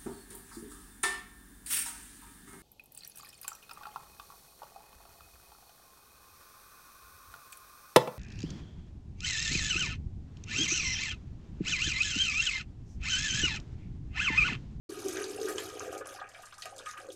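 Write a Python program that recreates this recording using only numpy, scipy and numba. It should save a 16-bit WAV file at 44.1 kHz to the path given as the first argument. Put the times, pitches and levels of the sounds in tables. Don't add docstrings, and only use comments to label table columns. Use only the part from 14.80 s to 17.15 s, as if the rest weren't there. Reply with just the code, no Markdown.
import sys
import numpy as np
from scipy import signal
from scipy.fft import rfft, irfft
from scipy.io import wavfile
from scipy.ndimage import uniform_filter1d
from numba import njit

SR = 44100
rng = np.random.default_rng(int(sys.argv[2]) if len(sys.argv) > 2 else 0)


def materialize(psi):
    bounded = np.clip(np.atleast_2d(psi).T, -1, 1)
    quanta = np.round(bounded * 32767).astype(np.int16)
    wavfile.write(sys.argv[1], SR, quanta)


N = 103635

# (time [s], relative level [dB])
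GURGLE_LEVEL = [(0.1, -43.5), (0.12, -46.5), (0.22, -45.5), (0.26, -35), (0.31, -41.5), (0.42, -38.5),
                (0.44, -44), (0.57, -41), (0.65, -39.5), (0.74, -39), (0.76, -38.5), (0.92, -52.5),
                (0.96, -40), (1.0, -52), (1.03, -42), (1.22, -45.5), (1.25, -51), (1.83, -75), (1.85, -55),
                (2.02, -52), (2.11, -74), (2.26, -49.5), (2.32, -53), (2.35, -54)]
# (time [s], pitch [Hz])
GURGLE_HZ = [(.1, 363.5), (.65, 397), (1.2, 448.4), (1.45, 580), (1.9, 604), (2.3, 478)]
# (time [s], pitch [Hz], relative level [dB])
GULP_EVENTS = [(.093, 351.5, -34.5), (0.117, 351, -33), (.17, 377, -34.5), (.247, 355, -32),
               (.405, 392, -33), (.503, 398, -36), (.583, 704, -36), (.612, 407, -28.5),
               (0.6503, 383, -23.5), (.703, 690, -37.5), (1.03, 650, -38), (1.066, 650, -36.5),
               (1.076, 446, -38), (1.125, 676, -33.5), (1.16, 706, -34.5), (1.207, 499, -37),
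               (1.322, 512, -45.5), (1.347, 720, -38), (1.415, 730, -34.5), (1.563, 662, -45.5),
               (1.594, 685, -41.5), (1.856, 670, -35.5), (1.925, 720, -39.5), (2.285, 479, -36.5)]
# (time [s], relative level [dB])
SPLASH_LEVEL = [(.1, -53.5), (.22, -49), (.34, -44.5), (.39, -42), (.5, -49.5), (.62, -51), (.7, -43),
                (.74, -46.5), (.82, -46), (.93, -50.5), (1.03, -46), (1.2, -52), (1.34, -49), (1.43, -56),
                (1.48, -51.5), (1.52, -56), (1.58, -54.5), (1.65, -59), (1.76, -60.5), (1.84, -55),
                (1.93, -58.5), (2.01, -54), (2.05, -57.5), (2.15, -59), (2.21, -53), (2.27, -55.5),
                (2.35, -73)]
# (frequency [Hz], gain [dB])
SPLASH_EQ = [(250, -22), (500, -22), (720, 2.5), (950, -9.5), (1250, -1.5), (2000, -2.5), (2800, 2.5),
             (4500, -22), (12000, -24)]
# (time [s], relative level [dB])
SPRAY_LEVEL = [(.1, -53), (.15, -54.5), (.26, -50.5), (.36, -48.5), (.5, -50.5), (.59, -53.5), (.7, -46.5),
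               (.745, -56), (.8, -47), (.9, -54.5), (.98, -56), (1.07, -54), (1.095, -66), (1.125, -52.5),
               (1.2, -63.5), (1.225, -80), (1.28, -55.5), (1.36, -56), (1.41, -66.5), (1.46, -75.5),
               (1.5, -65), (1.57, -60), (1.67, -62.5), (1.76, -64), (1.88, -55.5), (1.935, -63), (2.0, -62),
               (2.035, -61), (2.09, -50.5), (2.16, -65.5), (2.22, -56.5), (2.28, -70), (2.325, -52.5),
               (2.35, -70)]
# (frequency [Hz], gain [dB])
SPRAY_EQ = [(1500, -9), (2200, -12), (3200, -5), (4200, -4), (5500, -1.5), (6500, 4), (7500, -2),
            (10500, -1.5), (13000, -6.5), (15500, -8)]
# (frequency [Hz], gain [dB])
RUMBLE_EQ = [(20, 3), (45, -7), (75, -1), (105, -7.5), (150, -5.5), (250, -12), (1000, -20), (15000, -44)]
# (time [s], relative level [dB], centre [Hz], decay [s])
SPURT_EVENTS = [(.25, -49, 10200, .012), (.283, -39.5, 9500, .008), (.441, -34, 5460, .004),
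                (.614, -40.5, 5140, .006), (0.685, -37, 8700, 0.0064), (.701, -42.5, 10100, 0.02),
                (0.781, -33, 6760, 0.0033), (1.126, -47, 8600, 0.013), (1.177, -44, 7600, 0.013),
                (1.256, -46, 6100, 0.0039), (1.271, -44.5, 9600, .006), (1.324, -52.5, 11100, .02),
                (1.489, -49, 7100, 0.0055), (1.621, -53, 10200, 0.012), (1.655, -47.5, 7700, 0.0096),
                (1.741, -49.5, 6100, .006), (1.781, -44, 7400, 0.0038), (1.795, -52, 9000, 0.0097),
                (1.82, -45.5, 8200, 0.011), (1.855, -41.5, 7100, 0.005), (1.963, -44, 6900, .003),
                (1.981, -39, 7100, 0.0033), (1.99, -48.5, 6460, 0.0096), (2.057, -48.5, 7400, 0.013),
                (2.088, -44.5, 6200, .008), (2.176, -52, 8700, 0.0092), (2.326, -47, 9400, .009)]
# (time [s], relative level [dB], pitch [Hz])
TICK_EVENTS = [(0.264, -48, 6400), (0.2842, -24.5, 6480), (0.3293, -30, 6300), (0.3708, -27, 6300),
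               (0.4416, -31.5, 4900), (0.615, -31.5, 5200), (0.6315, -29.5, 6260), (0.6853, -41, 6400),
               (0.759, -33.5, 6300), (0.782, -21, 3110), (.89, -35, 6400), (0.9955, -25.5, 6340),
               (1.271, -27, 10000), (1.8214, -33.5, 4420), (1.822, -36.5, 1950), (1.8563, -33, 2840),
               (1.9894, -33.5, 3520), (2.3035, -36.5, 3340)]
# (time [s], relative level [dB], centre [Hz])
SPLAT_EVENTS = [(0.366, -33.5, 2160), (.408, -40, 1420), (.68, -36, 1690), (0.782, -33, 1800),
                (.783, -48, 3430), (1.004, -35, 1296), (1.126, -40, 1290), (1.21, -38, 1270),
                (1.256, -40.5, 1670), (1.386, -38.5, 1530), (1.398, -47, 3430), (1.412, -35, 1190),
                (1.427, -42, 1266), (1.546, -41, 1620), (1.632, -43.5, 1273), (1.667, -47.5, 1590),
                (1.723, -40.5, 1140), (1.723, -46, 3030), (1.781, -45, 1095), (1.821, -35.5, 3650),
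                (1.855, -40.5, 1590), (1.995, -42, 1174), (2.059, -33, 1820), (2.088, -38.5, 1710),
                (2.134, -41.5, 1860), (2.17, -38, 1293), (2.174, -40, 2080)]
# (frequency [Hz], T60 [s], gain over direct sound [dB])
BOWL_WALL_MODES = [(293.4, 1, 10.5), (322.4, 0.35, 12.5), (387, 0.14, 2.5), (447.1, 0.27, 6.5),
                   (567, 0.029, -0.5), (684.5, 0.2, 1.5), (763, 0.29, 0.5), (1167, 0.41, 7.5),
                   (1243.4, 0.11, 18.5), (1537, 0.31, 8), (1632, 0.07, 11), (1721, 0.16, 9),
                   (1950, 0.24, 5), (2570, 0.34, -3.5), (4380, 0.16, -0.5), (5075, 0.081, 8.5),
                   (5266, 0.038, 3.5), (6590, 0.028, -2)]
# (low edge [Hz], high edge [Hz], T60 [s], gain [dB])
REFLECTIONS = [(2780, 11400, 0.023, -8.5),
               (565, 2560, 0.17, -2),
               (4000, SR / 2, 0.12, -4)]

TIME_S = np.arange(N) / SR
THINNING_S = (1.05, 1.41)


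def undb(db):
    return 10 ** (np.asarray(db) / 20)


def unit_rms(x):
    return x / np.sqrt(np.mean(x ** 2) + 1e-18)


def envelope(rows):
    return undb(np.interp(TIME_S, *np.array(rows).T))


def thinned(time_s):
    return np.interp(time_s, THINNING_S, [0, 1])


def bandpass(x, lo_hz, hi_hz):
    sos = signal.butter(2, [lo_hz, min(hi_hz, SR / 2 - 1)], "band", fs=SR, output="sos")
    return signal.sosfilt(sos, x)


def highpass(x, cut_hz):
    return signal.sosfilt(signal.butter(4, cut_hz, "high", fs=SR, output="sos"), x)


def colour(x, eq, size=2048):
    hz, db = np.array(eq).T
    bins_hz = np.arange(size // 2 + 1) * SR / size
    gain = undb(np.interp(np.log(bins_hz + 1), np.log(hz), db))
    cepstrum = irfft(np.log(gain))[:size // 2]
    cepstrum[1:] *= 2
    impulse = irfft(np.exp(rfft(cepstrum, size)))
    return unit_rms(signal.fftconvolve(x, impulse)[:N])


@njit
def bubbles(start_s, hz, cycles, gain, glide, swell_cycles):
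    out = np.zeros(N)
    for k in range(len(start_s)):
        first, length, phase = int(start_s[k] * SR), cycles[k] * SR / hz[k], 0.
        for i in range(max(0, min(int(length), N - first))):
            age = i / length
            phase += min(hz[k] * (1 + glide * age) / SR, .45)
            level = gain[k] * np.exp(-6.9 * age) * (1 - np.exp(-phase / swell_cycles))
            out[first + i] += level * np.sin(2 * np.pi * phase)
    return out


def swarm(per_s, lo_hz, hi_hz, cycles, scatter_db, slots, thin_share=.55):
    jitter, pitch, length, chance, strength = rng.random((slots, 5)).T
    slot_s = N / SR / slots
    start_s = (np.arange(slots) + jitter) * slot_s
    thin = thinned(start_s)
    share = 1 + (thin_share - 1) * thin
    present = chance < share * per_s * slot_s
    hz = lo_hz * (hi_hz / lo_hz) ** pitch
    dull_db = -5.5 * thin * (hz > 10100)
    gain = undb(dull_db - scatter_db * np.log(strength + 0.028)) * present * np.sqrt(hz / share)
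    return unit_rms(bubbles(start_s, hz, cycles * (.5 + length), gain, glide=0.057, swell_cycles=1.6))


def cluster(start_s, db, centre_hz, decay_s, log_spread, count):
    pitch, strength = rng.standard_normal((count, 2)).T
    delay_s = 3 * decay_s * (np.arange(count) + rng.random(count)) / count
    hz = centre_hz * np.exp(log_spread * pitch)
    gain = np.exp(-delay_s / decay_s) * undb(2 * strength)
    burst = bubbles(start_s + delay_s, hz, np.full(count, 17.), gain, glide=0.34, swell_cycles=1.6)
    return burst * undb(db) * np.sqrt(decay_s * SR / 2 / np.sum(burst ** 2))


def gurgle(count=230, cycles=20., gain_db=-5):
    jitter, pitch, strength = rng.standard_normal((count, 3)).T
    start_s = np.abs(np.arange(count) + 0.3105 * jitter) * N / SR / count
    log_spread = 0.051 + 0.152 * thinned(start_s)
    hz = np.interp(start_s, *np.array(GURGLE_HZ).T) * np.exp(log_spread * pitch)
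    deep = bubbles(start_s, hz, np.full(count, cycles), undb(2 * strength), glide=0.29, swell_cycles=0.36)
    return unit_rms(bandpass(deep, 256, 705)) * envelope(GURGLE_LEVEL) * undb(gain_db)


def gulps(cycles=16., gain_db=9.54):
    start_s, hz, db = np.array(GULP_EVENTS, float).T.copy()
    gain = undb(db + gain_db)
    blups = bubbles(start_s, hz, np.full(len(hz), cycles), gain, glide=0.33, swell_cycles=3.0)
    return bandpass(blups, 280, 900)


def heave(level_db=-65.5, thin_db=-15.5):
    churn = unit_rms(bandpass(rng.standard_normal(N), 69.4, 124.2))
    return churn * undb(level_db + thin_db * thinned(TIME_S))


def splash(gain_db=-6):
    grains = swarm(per_s=1100, lo_hz=576, hi_hz=3763, cycles=12.7, scatter_db=3.5, slots=3000)
    return highpass(colour(grains, SPLASH_EQ) * envelope(SPLASH_LEVEL), 370) * undb(gain_db)


def spray(clump_s=.004, clump_db=4, gain_db=-0.5):
    fizz = swarm(per_s=4500, lo_hz=2085, hi_hz=14180, cycles=21, scatter_db=3.6, slots=13000)
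    hold = int(clump_s * SR)
    clumps = np.repeat(rng.standard_normal(N // hold + 1), hold)[:N]
    fizz = unit_rms(fizz * uniform_filter1d(undb(clump_db * clumps), size=40))
    pips = swarm(per_s=300, lo_hz=2860, hi_hz=11900, cycles=34, scatter_db=4.4, slots=800)
    grains = fizz + pips * undb(-3.5 - 5 * thinned(TIME_S))
    return highpass(colour(grains, SPRAY_EQ) * envelope(SPRAY_LEVEL), 1450) * undb(gain_db)


def background(hum_hz=102.4, hum_db=-72, rumble_db=-68.5):
    hum = np.sqrt(2) * np.sin(2 * np.pi * hum_hz * TIME_S)
    rumble = colour(rng.standard_normal(N), RUMBLE_EQ)
    return undb(hum_db) * hum + undb(rumble_db) * rumble


def spurts(gain_db=-2.5):
    bursts = sum(cluster(start_s, db + gain_db, hz, decay_s, log_spread=0.25, count=110)
                 for start_s, db, hz, decay_s in SPURT_EVENTS)
    return bandpass(bursts, 1700, 12800)


def ticks(ring_cycles=24.4, crack_hz=6260, crack_cycles=22, gain_db=-2.5):
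    start_s, db, hz = np.array(TICK_EVENTS, float).T.copy()
    start_s += 0.00028
    gain, each = undb(db + gain_db), np.ones(len(hz))
    ring = bubbles(start_s, hz, ring_cycles * each, 1.57 * gain, glide=0.013, swell_cycles=1.1)
    crack = bubbles(start_s, crack_hz * each, crack_cycles * each, gain, glide=0.073, swell_cycles=1.6)
    return highpass(bandpass(ring + crack, 1000, 12000), 570)


def splats(gain_db=-5.5):
    slaps = sum(cluster(start_s, db + gain_db, hz, decay_s=.01, log_spread=.27, count=36)
                for start_s, db, hz in SPLAT_EVENTS)
    return highpass(slaps, 1120)


def bathroom(direct, build_s=0.00079):
    t = np.arange(SR // 2) / SR
    impulse = np.zeros(len(t))
    for hz, t60_s, db in BOWL_WALL_MODES:
        gain = undb(db) * 2 * np.log(1000) / (t60_s * SR)
        impulse += gain * undb(-60 * t / t60_s) * np.sin(2 * np.pi * hz * t)
    for lo_hz, hi_hz, t60_s, db in REFLECTIONS:
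        tail = rng.standard_normal(len(t)) * undb(-60 * t / t60_s) * (1 - np.exp(-t / build_s))
        impulse += undb(db) * bandpass(tail / np.linalg.norm(tail), lo_hz, hi_hz)
    return direct + signal.fftconvolve(direct, impulse)[:N]


def scene():
    water = heave() + gurgle() + gulps() + splash() + spray() + splats() + spurts() + ticks()
    return (bathroom(water) + background())[None]


def record(dry):
    start_s, fade_s, top_hz = 0.0906, 0.0053, 15800
    gate = np.clip((TIME_S - start_s) / fade_s, 0, 1)
    return signal.sosfilt(signal.ellip(10, .2, 70, top_hz, fs=SR, output="sos"), dry * gate)


dry = scene()
out = record(dry)
materialize(out)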